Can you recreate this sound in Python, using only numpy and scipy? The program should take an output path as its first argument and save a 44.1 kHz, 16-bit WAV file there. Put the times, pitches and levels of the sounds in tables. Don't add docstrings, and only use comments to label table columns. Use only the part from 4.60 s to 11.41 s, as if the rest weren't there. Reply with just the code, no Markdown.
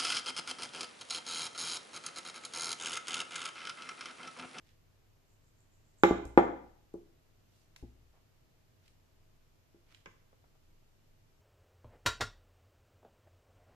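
import sys
import numpy as np
from scipy import signal
from scipy.fft import rfft, irfft
from scipy.io import wavfile

SR = 44100
rng = np.random.default_rng(int(sys.argv[2]) if len(sys.argv) > 2 else 0)


def waveform_to_disk(signal):
    frames = np.transpose(np.atleast_2d(signal))
    scaled = np.clip(frames, -1, 1) * 32767
    samples = np.round(scaled).astype(np.int16)
    wavfile.write(sys.argv[1], SR, samples)


N = 300321
SIZE = 32768
T = np.arange(SIZE) / SR

# f/Hz, relative level/dB
RUMBLE_EQ = [(12, -25), (20, 8), (27, -8.5), (70, -9), (103, -5.5), (173, -16.5), (339, -18.5), (369, -19),
             (636, -23.5), (736, -25), (3000, -33), (3900, -71), (6600, -120)]
# f/Hz, relative level/dB
HISS_EQ = [(1500, -13), (3200, 0), (5000, -1), (7400, -3), (8800, -9.5), (10500, -8), (12000, -5),
           (14200, -4.5)]
# f/Hz, rms level/dB
HUM_TONES = [(100, -77), (149, -82.5), (641, -90.5)]
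# midpoint t/s, length/s, level/dB, f/Hz
CLOTH_RUBS = [(0.084, 0.17, -74, 2540), (2.972, 0.32, -78, 4000), (3.563, .095, -74.5, 650),
              (4.261, .09, -72.5, 2970), (5.327, 0.17, -69, 2065)]
TABLE_KNOCKS = [(1.4353, -3.5, 4250, 0, -37, -1.28), (1.509, -7, 560, 0.6, -30.5, 0),
                (1.654, -31, 300, .56, -37, 1.5), (1.7755, -1.13, 2000, 0.77, -34, 1.52),
                (2.3406, -26.5, 500, 0.09, -55, 1.5), (3.2263, -44.5, 698, 0.8, -39, 2),
                (3.2335, -33.5, 317, 0.7, -63.5, 0), (5.145, -45, 350, 0, -67, 1),
                (5.4581, -50.5, 2500, 0.12, -65, -0.2)]
# f/Hz, t60/s, level/dB hit on the bed, level/dB hit on a rail
KNOCK_TONES = [(190, 0.21, -20, -27.5), (250, 0.01976, -31, -16.5), (344.4, 0.23, -13.5, -25),
               (350, 0.034, -26, -0.5), (359, .3, -31.5, -28.5), (409.6, .12, -11.5, -17.5),
               (396, 0.59, -40, -56), (471, 0.065, -14.5, -12.5), (527.8, 0.081, -21.5, -25.5),
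               (603, 0.15, -31, -23), (704, 0.31, -31.5, -25.5), (767, 0.11, -29.5, -17.5),
               (815.7, 0.38, -45, -37), (825, 0.079, -12.5, -12), (1038, .12, -28, -26.5),
               (1180.7, 0.054, -13, -23), (1338, .08, -23.5, -30.5), (1416, 0.014, -6, -12.5),
               (1881, .06, -33, -30.5), (2060, 0.078, -22, -25), (7142, 0.013, -19.5, -33.5)]
# f/Hz, relative level/dB
RATTLE_EQ = [(100, -28), (250, -5), (550, 7), (1000, 3), (1500, -4.5), (2500, -11), (3300, -11.5),
             (4300, -25), (7500, -35), (14000, -35.5)]
# f/Hz, t60/s, level/dB
STAND_MODES = [(60.4, 1, -11.5), (64.4, .14, -0.5), (114.2, .4, -11)]
# f/Hz, relative level/dB
TICK_AND_MIC_EQ = [(300, -10), (1200, 5), (2600, -5.5), (3450, 4.5), (4500, 1), (6200, -2.5), (7400, 3),
                   (8300, -16), (10500, -17.5), (13500, -12)]
# f/Hz, width/octaves, t60/s, level/dB
SHAFT_MODES = [(460, .2, .07, -5), (1090, .19, .12, -3), (1602, .1, .1, -3.5), (2120, .15, 0.081, -3.5),
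               (3000, .15, .03, -7.5), (5600, .25, .025, -14)]
# t/s, level/dB
SHAFT_HITS = [(1.4341, -21.5), (5.4581, -24)]
# t/s, level/dB, t60/s, pan L-R/dB
TRIM_SHAKES = [(1.4353, -17, .025, -2.5), (1.7774, -20.5, .15, 2)]
# t/s, level/dB, f/Hz, width/octaves, pan L-R/dB
LIGHT_TAPS = [(1.6525, -34.5, 6300, 0.48, 4), (1.678, -46, 7500, .15, -9), (2.339, -48, 6000, .6, -2.5),
              (3.162, -28.5, 1913, 1.23, -0.5), (3.2345, -24, 240, 0.19, 2), (4.279, -39.5, 2780, 0.77, 1),
              (5.347, -32, 2800, 0.6, -2), (5.461, -33.5, 190, 0.33, -2)]
# f/Hz, t60/s, level/dB
REVERB_BANDS = [(60, 0.29, -6), (198.9, 0.55, -10), (400.5, 0.45, -8), (800, 0.54, -9), (1600, 0.49, -8.5),
                (3200, 0.52, -7), (7000, .42, -2.5), (13000, 0.3, -3)]


def amp(db):
    return 10 ** (np.asarray(db) / 20)


def curve(points, size):
    hz, value = np.transpose(points)
    return np.interp(np.log(np.fft.rfftfreq(size, 1 / SR) + 1), np.log(hz), value)


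def unit(x):
    return x / np.sqrt(np.mean(np.sum(x ** 2, axis=-1)))


def eq(x, db):
    cepstrum = irfft(db * np.log(10) / 20)
    cepstrum[1:SIZE // 2] *= 2
    cepstrum[SIZE // 2 + 1:] = 0
    return irfft(rfft(x) * np.exp(rfft(cepstrum)))


def peak(hz, octaves):
    away = np.log2((np.fft.rfftfreq(SIZE, 1 / SR) + 1) / hz) / octaves
    return -20 * np.log10(1 + away ** 2 / 2 + away ** 4 / 10)


def stereo_noise(size, split_hz):
    mid, side = rfft(rng.standard_normal((2, size)))
    alike = 1 / (1 + (np.fft.rfftfreq(size, 1 / SR) / split_hz) ** 2)
    mid, side = mid * np.sqrt((1 + alike) / 2), side * np.sqrt((1 - alike) / 2)
    return irfft(np.array([mid + side, mid - side]), size)


def decay(t60):
    return np.exp(-np.log(1000) * T / t60)


def pan(db):
    return amp(np.array([[db], [-db]]) / 2)


def time_pan(x, lag_ms):
    delay_s = np.maximum([[lag_ms], [-lag_ms]], 0) / 1000
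    return irfft(rfft(x) * np.exp(-2j * np.pi * np.fft.rfftfreq(SIZE, 1 / SR) * delay_s))


def add(out, s, x):
    start = max(int(s * SR), 0)
    out[:, start:start + x.shape[-1]] += x[..., :N - start]


def noise_bed(spectrum, db, split_hz):
    shaped = irfft(rfft(stereo_noise(N, split_hz)) * amp(curve(spectrum, N)), N)
    return amp(db) * np.sqrt(N) * unit(shaped)


def room_tone(waver=.35):
    t = np.arange(N) / SR
    knots = np.arange(0, N / SR + 1, .1)
    hum = 0
    for hz, db in HUM_TONES:
        swell, drift = (np.interp(t, knots, row) for row in rng.standard_normal((2, len(knots))))
        hum += amp(db) * np.sqrt(2) * (1 + waver * swell) * np.sin(2 * np.pi * hz * t + drift)
    rumble = noise_bed(RUMBLE_EQ, db=-66.5, split_hz=100)
    hiss = noise_bed(HISS_EQ, db=-77, split_hz=1200)
    return rumble + hiss + hum


def rub(length, db, hz, octaves, grain_db=3, grain_samples=128):
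    noise = stereo_noise(SIZE, 1500)
    grain = amp(grain_db * np.repeat(rng.standard_normal(SIZE // grain_samples), grain_samples))
    slips = np.sqrt(SIZE) * unit(eq(noise * grain, peak(hz, octaves)))
    stroke = np.sin(np.pi * np.minimum(T / length, 1)) ** 2
    return amp(db) * slips * stroke * pan(-2)


def aiming(count=5, start_s=.645, period_s=.143, shot_s=1.345):
    out = np.zeros((2, N))
    slide = dict(length=.145, hz=7240, octaves=.13)
    for k in range(count):
        add(out, start_s + k * period_s, rub(db=-80.5, **slide))
    add(out, shot_s, rub(db=-71, **slide))
    return out


def click(t60, tail_db):
    return (T == 0) + amp(tail_db) * unit(stereo_noise(SIZE, 900) * decay(t60))


def ring(db, hz, octaves, t60, pan_db, lag_ms=.25):
    resonance = unit(eq(click(t60, tail_db=7), peak(hz, octaves)))
    return amp(db) * time_pan(resonance, lag_ms) * pan(pan_db)


def cue_shaft(db):
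    return sum(ring(db + mode_db, hz, octaves, t60, pan_db=-2)
               for hz, octaves, t60, mode_db in SHAFT_MODES)


def bright_tick(db, contact_hz, rail, db_per_octave=14, bed_t60=.01, rail_t60=.3):
    level_db = db - 36.5 + db_per_octave * np.log2(contact_hz / 1000)
    t60 = bed_t60 * (rail_t60 / bed_t60) ** rail
    buzz = eq(click(t60, tail_db=9.5), curve(TICK_AND_MIC_EQ, SIZE))
    return amp(level_db) * unit(buzz) * pan(-6)


def knock_ring(db, contact_hz, rail, low_cut_hz=200):
    tones = -sum(amp(bed_db + rail * (rail_db - bed_db)) * decay(t60) * np.sin(2 * np.pi * hz * T)
                 for hz, t60, bed_db, rail_db in KNOCK_TONES)
    burst = stereo_noise(SIZE, 800) * decay(.075)
    rattle = amp(10) * unit(eq(burst, curve(RATTLE_EQ, SIZE)))
    contact = signal.butter(3, min(contact_hz, SR / 3), fs=SR, output="sos")
    radiation = signal.butter(3, low_cut_hz, "highpass", fs=SR, output="sos")
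    return amp(db) * signal.sosfilt(np.vstack([contact, radiation]), tones + rattle)


def stand_boom(db, attack_s=.015):
    modes = sum(amp(mode_db) * decay(t60) * np.sin(2 * np.pi * hz * T)
                for hz, t60, mode_db in STAND_MODES)
    return amp(db) * modes * (1 - decay(attack_s))


def knock(db, contact_hz, rail, boom_db, pan_db, lead_ms_per_db=.15):
    layers = knock_ring(db, contact_hz, rail) + stand_boom(boom_db) + bright_tick(db, contact_hz, rail)
    return time_pan(layers, -lead_ms_per_db * pan_db) * pan(pan_db)


def plastic_trim(db, t60, pan_db):
    return ring(db, hz=3289, octaves=.085, t60=t60, pan_db=pan_db, lag_ms=0)


def tap(db, hz, octaves, pan_db, t60_at_1khz=.04):
    t60 = t60_at_1khz / (hz / 1000) ** .475
    return ring(db, hz, octaves, t60, pan_db)


def cue_rocking(count=3, start_s=5.729, period_s=.112, first_db=-38, fall_db=3):
    out = np.zeros((2, N))
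    for k in range(count):
        add(out, start_s + k * period_s, tap(first_db - k * fall_db, hz=560, octaves=.77, pan_db=1))
    return out


def reverb(dry, predelay_s=.0049, build_s=.0024):
    noise = rfft(stereo_noise(SIZE, 350))
    onset = 1 - np.exp(-np.maximum(T - predelay_s, 0) / build_s)
    response = 0
    for hz, t60, db in REVERB_BANDS:
        band = curve([(row[0], row[0] == hz) for row in REVERB_BANDS], SIZE)
        response += amp(db) * irfft(noise * band) * unit(onset * decay(t60))
    return signal.fftconvolve(dry, response, axes=1)[:, :N]


def scene():
    dry = aiming() + cue_rocking()
    for s, *hit in TABLE_KNOCKS:
        add(dry, s, knock(*hit))
    for s, *shake in TRIM_SHAKES:
        add(dry, s, plastic_trim(*shake))
    for s, db in SHAFT_HITS:
        add(dry, s, cue_shaft(db))
    for s, *touch in LIGHT_TAPS:
        add(dry, s, tap(*touch))
    for middle_s, length, db, hz in CLOTH_RUBS:
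        add(dry, middle_s - length / 2, rub(length, db, hz, octaves=.9))
    return dry + reverb(dry) + room_tone()


def record(dry, high_cut_hz=14300):
    rounded = dry / (1 + dry ** 4) ** (1 / 4)
    return signal.sosfilt(signal.ellip(10, .2, 70, high_cut_hz, fs=SR, output="sos"), rounded)


dry = scene()
out = record(dry)
waveform_to_disk(out)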